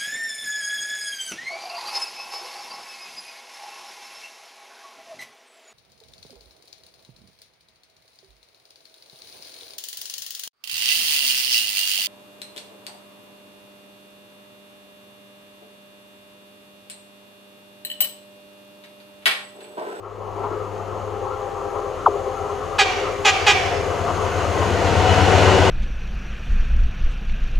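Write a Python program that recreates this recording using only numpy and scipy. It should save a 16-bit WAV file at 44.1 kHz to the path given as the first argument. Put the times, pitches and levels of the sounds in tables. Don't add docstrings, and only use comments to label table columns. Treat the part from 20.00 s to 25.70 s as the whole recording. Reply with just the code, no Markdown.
import sys
import numpy as np
from scipy import signal
from scipy.fft import rfft, irfft, next_fast_len
from scipy.io import wavfile
from scipy.ndimage import uniform_filter1d, map_coordinates

SR = 44100
rng = np.random.default_rng(int(sys.argv[2]) if len(sys.argv) > 2 else 0)


def generate_wav(sig):
    pcm = np.round(np.clip(np.atleast_2d(sig).T, -1, 1) * 32767).astype(np.int16)
    wavfile.write(sys.argv[1], SR, pcm)


N = 251370

SPEED_M_PER_S, NEAREST_M, LEVEL_AT_S = 17.36, 6.77, 5.425

AIR_DB = -65
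AIR_SPECTRUM = [(500, 0), (2000, 2), (4500, -10), (8000, -7), (12000, -1), (14500, -9)]

CHIRR_DB, CHIRR_LOSS_DB_PER_M = -44, 0.23
# [f/Hz, level/dB]
CHIRR_SPECTRUM = [(1000, -45), (3500, -21), (5800, -14), (6400, 0), (6800, -1), (7300, -10), (7750, -8),
                  (8300, -17), (9700, -15), (11800, -19), (14300, -28)]
# [f/Hz, width/Hz, level/dB]
CHIRR_LINES = [(6360, 90, 2), (6550, 90, -2), (9650, 90, -6), (10880, 90, -7), (11800, 70, -8)]

EXHAUST_DB, EXHAUST_LOSS_DB = -17.5, 7.5
DRONE_DB, DRONE_LOSS_DB = -22, 5.5
SHAFT_DB, SHAFT_LOSS_DB = -32, 3.8
ROAR_DB, ROAR_LOSS_DB = -17.5, 6.5
RUMBLE_DB, RUMBLE_LOSS_DB = -29.5, 7.0
HISS_DB, HISS_LOSS_DB = -22.5, 7.6

# [t/s, firing f/Hz, shaft f/Hz]
ENGINE_RATES = [(0, 101.2, 40.6), (.8, 100.5, 40.6), (2.2, 99.3, 40.5), (4, 98, 40.5), (5, 96.8, 40.35),
                (5.7, 95.7, 40)]
IN_STEP_AT_S = 5.235
EASE_AT_S, EASE_S, LOAD_EXHAUST_DB, LOAD_DRONE_DB = 1.08, 0.51, 12.5, -8
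DRONE_LEAD_S = 0.47
CLEAR_AT_S, CLEAR_S, SCREEN_DB = 3.3, .35, -4
# [multiple of the firing rate, level/dB before they open up]
EXHAUST_OVERTONES = [(2, -12), (3, -15.5), (4, -24)]
# [multiple of the shaft rate, level/dB]
DRONE_OVERTONES = [(2.879, -17), (2.999, -14), (3.851, -14.5)]

# [f/Hz, level/dB]
RUMBLE_SPECTRUM = [(20, -16), (35, -7), (60, -3), (130, -3), (220, -20.5), (400, -49), (800, -100)]
# [f/Hz, level/dB]
ROAR_SPECTRUM = [(74, -35), (125, -11.5), (260, -6.5), (345, -4), (377, -1), (408, -9), (456, -0.5),
                 (638, -4.5), (754, 1), (815, -8.5), (932, -4), (1260, -17), (1460, -10.5), (1800, -16.5),
                 (2340, -55), (3960, -120)]
# [f/Hz, level/dB]
HISS_SPECTRUM = [(760, -29), (1300, -6.5), (1480, -7.5), (1670, -16.5), (1910, -6), (2260, -9.5),
                 (2860, -9), (3830, -17), (4190, -16), (5030, -20), (6600, -20.5), (8240, -30.5),
                 (11800, -47), (14500, -66)]
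# [f/Hz, width/Hz, level/dB]
BODY_MODES = [(157.2, 12, -3.5), (480.5, 33, 4), (1039, 44, -4), (1370, 19, -9), (1524, 45, -11),
              (2947, 60, -8), (4200, 80, -16)]

SINGING_DB, SINGING_LOSS_DB_PER_M = -25, 0.0544
# [f/Hz, level/dB]
RAIL_SPECTRUM = [(25, -24), (60, -18), (130, -25), (255, -27), (320, -12), (420, 1), (438, -2), (452, -22),
                 (482, -5), (592, -6), (610, -20), (640, -8), (900, -11), (1110, -7), (1368, -11),
                 (1398, -30), (2800, -39), (5000, -51), (14000, -80)]
# [f/Hz, width/Hz, level/dB]
RAIL_RESONANCES = [(405.1, 9, -1.5), (430, 35, -2.5), (517.9, 9.2, -3.5)]
# [t/s, level/dB before the common trim]
WHEEL_KNOCKS = [(.045, -29), (.39, -31), (.45, -26), (.52, -28), (1.76, -29), (4.088, -20.5), (5.49, -22)]
KNOCK_TRIM_DB = -2
# [f/Hz, level/dB]
CLONK_SPECTRUM = [(60, -40), (300, -14), (410, 2), (460, -11), (700, -7), (1100, -7), (1370, -8),
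                  (1420, -26), (2150, -31), (3000, -40), (6000, -56), (14000, -85)]

# [opening t/s, end t/s, multiple of the firing rate, level/dB before the common trim]
GEAR_TONES = [(1.1, 1.9, 7.99, -36), (2.15, 2.78, 7.95, -35), (2.08, 2.2, 7.04, -34),
              (3.6, 5.4, 7.08, -32.5), (4.52, 4.7, 10.9, -31), (4.9, 5.45, 7.71, -28),
              (5.3, 5.8, 3.975, -25), (5, 5.65, 4.7, -29), (4.9, 5.5, 15.7, -37), (4.95, 5.8, 30.5, -37)]
WHINE_TRIM_DB, WHINE_WAVER = 0.26, 0.00521

# [arrival of 1 kHz t/s, level/dB, travel time of 1 kHz t/s]
RAIL_PINGS = [(2.0665, -2.7, .036), (2.075, -9.7, .045)]
# [f/Hz, level/dB]
PING_COLOUR = [(290, -45), (370, -14), (450, -13), (560, -17), (750, -7), (1000, 0), (1230, -1),
               (1400, -12), (1600, -29), (2300, -36)]

# [t/s, length/s, level/dB]
HORN_TOOTS = [(2.782, 0.043, -11.5), (3.246, .054, -11.5), (3.462, 0.057, -10.5)]
# [settled f/Hz, lag before it speaks t/s, share by which it starts sharp]
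HORN_REEDS = [(411.5, 0, .07), (385.5, .004, .19)]
# [high horn level/dB, low horn level/dB]
HORN_HARMONICS = [(-8, -11), (-4, 1), (-6, -10), (-4, -10), (-11, -5), (0, -5), (-4, -10), (-6, -5),
                  (-12, -10)]
# [f/Hz, level/dB]
HORN_BLARE = [(3700, -13), (4500, -17), (5500, -17), (7200, -21.5), (8200, -31.5), (9500, -43),
              (12000, -57), (14500, -56)]

ECHO_FIRST_S, ECHO_LAST_S, ECHO_DB, ECHO_FADE_DB = .022, .24, -11, -11
ECHO_FIRST_RATIO, ECHO_PITCH_DROP = 0.98, .16
# [f/Hz, t60 t/s]
TREE_DECAY = [(300, 0.82), (1500, 0.98), (3000, 0.71), (7000, 0.92), (13000, 0.88)]

FADE_IN_S, FADE_FROM_DB = .4, -10.5
TOP_HZ = 14500


def amp(db):
    return 10 ** (np.asarray(db) / 20)


def unit(x):
    return x / np.sqrt(np.mean(x ** 2) + 1e-20)


def along(points, hz):
    f, v = np.transpose(points)
    return np.interp(np.log(hz + 1), np.log(f + 1), v)


def clock():
    return np.arange(N) / SR


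def curves(rows):
    s, *columns = np.transpose(rows)
    return [np.interp(clock(), s, column) for column in columns]


def wobble(rate):
    knots = rng.standard_normal(int(N * rate / SR) + 4)
    return map_coordinates(knots, [clock() * rate])


def turns(hz):
    return 2 * np.pi * (np.cumsum(hz) / SR + rng.random())


def gate(start, end, rise, fall):
    t = clock()
    opening = np.clip((t - start) / rise, 0, 1)
    closing = np.clip(1 - (t - end) / fall, 0, 1)
    return np.sin(np.pi / 2 * opening * closing) ** 2


def filtered(x, response):
    m = next_fast_len(N + SR // 2)
    return irfft(rfft(x, m) * response(np.fft.rfftfreq(m, 1 / SR)), m)[..., :N]


def pan(x, left_db):
    return x * np.array([amp(left_db / 2), amp(-left_db / 2)]).reshape(2, -1)


def widen(mid, side, side_db):
    return np.array([mid + amp(side_db) * side, mid - amp(side_db) * side])


def rush(spectrum, side_db, patchy_db):
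    z = signal.stft(rng.standard_normal((2, N)), nperseg=1024)[2]
    field = uniform_filter1d(rng.standard_normal(z.shape[1:]), size=5, axis=0)
    field = uniform_filter1d(field, size=7, axis=1)
    pair = signal.istft(z * amp(patchy_db * unit(field)), nperseg=1024)[1][:, :N]
    mid, side = filtered(pair, lambda hz: amp(along(spectrum, hz)) * hz ** 2 / (hz ** 2 + 40 ** 2))
    return unit(widen(mid, side, side_db))


def ringing(modes):
    def response(f):
        return sum(amp(db) / np.sqrt(w) * (1j * f * w / (c * c - f * f + 1j * f * w)) ** 2
                   for c, w, db in modes)
    return unit(filtered(rng.standard_normal(N), response))


def scatter(x, t60s, build, side_db):
    hz, t, z = signal.stft(rng.standard_normal((2, SR)), SR, nperseg=256)
    decay = amp(-60 * t / along(t60s, hz)[:, None])
    tail = signal.istft(z * decay * (1 - np.exp(-t / build)), SR, nperseg=256)[1]
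    mid, side = signal.fftconvolve(x[None], tail / np.linalg.norm(tail[0]), axes=1)[:, :N]
    return widen(mid, side, side_db)


def distance():
    return np.hypot(NEAREST_M, SPEED_M_PER_S * (clock() - LEVEL_AT_S))


def through_air(near_db, loss_db):
    return near_db - loss_db * np.log2(distance() / NEAREST_M)


def along_track(near_db, loss_db_per_m):
    return near_db - loss_db_per_m * (distance() - NEAREST_M)


def load(until):
    return np.clip(1 - (clock() - until) / EASE_S, 0, 1)


def air():
    return amp(AIR_DB) * pan(rush(AIR_SPECTRUM, side_db=-11, patchy_db=0), left_db=1.5)


def chirr():
    sizzle = rush(CHIRR_SPECTRUM, side_db=-11, patchy_db=2.0) + amp(-9.5) * ringing(CHIRR_LINES)
    level_db = along_track(CHIRR_DB, CHIRR_LOSS_DB_PER_M) + .5 * wobble(25)
    return amp(level_db) * pan(sizzle, left_db=2.0)


def overtones(phase, orders):
    return sum(amp(db + 1.6 * wobble(9)) * np.sin(k * phase + 2 * np.pi * rng.random())
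               for k, db in orders)


def engine():
    exhaust_db = through_air(EXHAUST_DB, EXHAUST_LOSS_DB) + LOAD_EXHAUST_DB * load(EASE_AT_S)
    drone_db = through_air(DRONE_DB, DRONE_LOSS_DB) + LOAD_DRONE_DB * load(EASE_AT_S - DRONE_LEAD_S)
    phases = [turns(hz) for hz in curves(ENGINE_RATES)]
    firing, shaft = [phase - np.interp(IN_STEP_AT_S, clock(), phase) for phase in phases]

    open_db = along_track(near_db=1.0, loss_db_per_m=0.07)
    exhaust = np.sin(firing) + amp(open_db) * overtones(firing, EXHAUST_OVERTONES)
    halfway = amp(-5.5) * np.sin(firing / 2 + shaft)
    drone = np.sin(2 * shaft) + halfway + overtones(shaft, DRONE_OVERTONES)
    hum = amp(exhaust_db + 0.39 * wobble(7.4)) * exhaust + amp(drone_db + 0.85 * wobble(6.14)) * drone

    shaft_db = through_air(SHAFT_DB, SHAFT_LOSS_DB) + 1.3 * wobble(6)
    fundamental = amp(shaft_db) * np.sin(shaft + np.array([[.4], [-.4]]))
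    screen = amp(SCREEN_DB * np.clip(1 - (clock() - CLEAR_AT_S) / CLEAR_S, 0, 1))
    return pan(screen * hum, left_db=9.5) + pan(fundamental, left_db=-.6)


def wheels():
    jolt = wobble(15)
    rolling = rush(ROAR_SPECTRUM, side_db=-12.5, patchy_db=1.4) + amp(-11.5) * ringing(BODY_MODES)
    roar = amp(through_air(ROAR_DB, ROAR_LOSS_DB) + 0.53 * jolt) * rolling
    hiss_db = through_air(HISS_DB, HISS_LOSS_DB) + .5 * jolt
    hiss = amp(hiss_db) * rush(HISS_SPECTRUM, side_db=-7.5, patchy_db=0.83)
    rumble_db = through_air(RUMBLE_DB, RUMBLE_LOSS_DB)
    rumble = amp(rumble_db) * rush(RUMBLE_SPECTRUM, side_db=-13, patchy_db=1.5)
    return pan(rumble, left_db=10) + pan(roar, left_db=3.5) + pan(hiss, left_db=0.0)


def rails():
    song = amp(-3.0) * rush(RAIL_SPECTRUM, side_db=-8.5, patchy_db=3)
    song = song + amp(-7.0) * ringing(RAIL_RESONANCES)
    singing = amp(along_track(SINGING_DB, SINGING_LOSS_DB_PER_M) + 0.86 * wobble(14)) * song
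    blows = sum(amp(db) * gate(s - .02, s + .01, rise=.012, fall=.06) for s, db in WHEEL_KNOCKS)
    knocks = amp(KNOCK_TRIM_DB) * blows * rush(CLONK_SPECTRUM, side_db=-16, patchy_db=2.5)
    return pan(singing + knocks, left_db=6.0)


def gears():
    firing_hz = curves(ENGINE_RATES)[0]
    whine = np.zeros(N)
    for start, end, multiple, db in GEAR_TONES:
        hz = multiple * firing_hz * (1 + WHINE_WAVER * wobble(80))
        level = amp(db + 3 * wobble(22)) * gate(start, end - .02, rise=.02, fall=.03)
        whine += level * np.sin(turns(hz))
    return amp(WHINE_TRIM_DB) * pan(whine, left_db=8.5)


def ping():
    out = np.zeros(N)
    for s, db, travel in RAIL_PINGS:
        age = np.maximum(1 + (clock() - s) / travel, .5)
        hz = 1000 / age ** 2
        strength = uniform_filter1d(amp(db + along(PING_COLOUR, hz)), size=150)
        out += strength * gate(s - .01, s + .033, rise=.005, fall=.012) * np.sin(turns(hz))
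    return pan(out, left_db=4.0)


def reed(t, hz, sharp, harmonics, doppler):
    flutter = map_coordinates(rng.standard_normal(200), [t * 700], mode="wrap")
    settle = 1 + sharp * np.exp(-t / .011)
    phase = turns(doppler * hz * settle * (1 + 0.0061 * flutter))
    k = np.arange(1, 36)
    levels = np.concatenate([harmonics, along(HORN_BLARE, hz * k[len(harmonics):])])
    levels = levels + rng.standard_normal(len(k)) * np.where(k > len(harmonics), 3.5, 1.5)
    return amp(levels) @ np.sin(k[:, None] * phase + 2 * np.pi * rng.random((len(k), 1)))


def horns(doppler, delay):
    out = np.zeros(N)
    jet_band = signal.butter(2, [800, 3600], "band", fs=SR, output="sos")
    for s, length, db in HORN_TOOTS:
        t = np.arange(int((length + 0.025) * SR)) / SR
        toot = np.zeros(len(t))
        for (hz, lag, sharp), harmonics in zip(HORN_REEDS, np.transpose(HORN_HARMONICS)):
            toot += reed(t, hz, sharp, harmonics, doppler) * np.clip((t - lag) / 0.011, 0, 1)
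        jet = signal.sosfilt(jet_band, rng.standard_normal(SR // 4))[:len(t)]
        valve = np.clip(t / 0.0048, 0, 1) * np.clip((t[-1] - t) / 0.034, 0, 1) ** 1.17
        blast = unit(unit(toot) + amp(-9.5) * unit(jet))
        out[round((s + delay) * SR):][:len(t)] += amp(db) * valve * blast
    return out


def echoes(count):
    out = np.zeros(N)
    for behind in np.linspace(0, 1, count):
        delay = ECHO_FIRST_S + (ECHO_LAST_S - ECHO_FIRST_S) * behind ** 2
        ratio = ECHO_FIRST_RATIO - ECHO_PITCH_DROP * behind
        out += amp(ECHO_DB + ECHO_FADE_DB * behind) * horns(ratio, delay)
    return out


def scene():
    toots = horns(doppler=1, delay=0)
    bank = amp(-13) * scatter(toots, [(1000, .04)], build=.002, side_db=0)
    trees = scatter(echoes(count=6), TREE_DECAY, build=0.0035, side_db=-5.5)
    signals = pan(toots + bank, left_db=-1.0) + pan(trees, left_db=-1.5)
    return air() + chirr() + engine() + wheels() + rails() + gears() + ping() + signals


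def record(dry):
    faded = dry * np.interp(clock(), [0, FADE_IN_S], [amp(FADE_FROM_DB), 1])
    soft = faded / (1 + np.abs(faded / .95) ** 6) ** (1 / 6)
    return filtered(soft, lambda hz: hz < TOP_HZ)


dry = scene()
out = record(dry)
generate_wav(out)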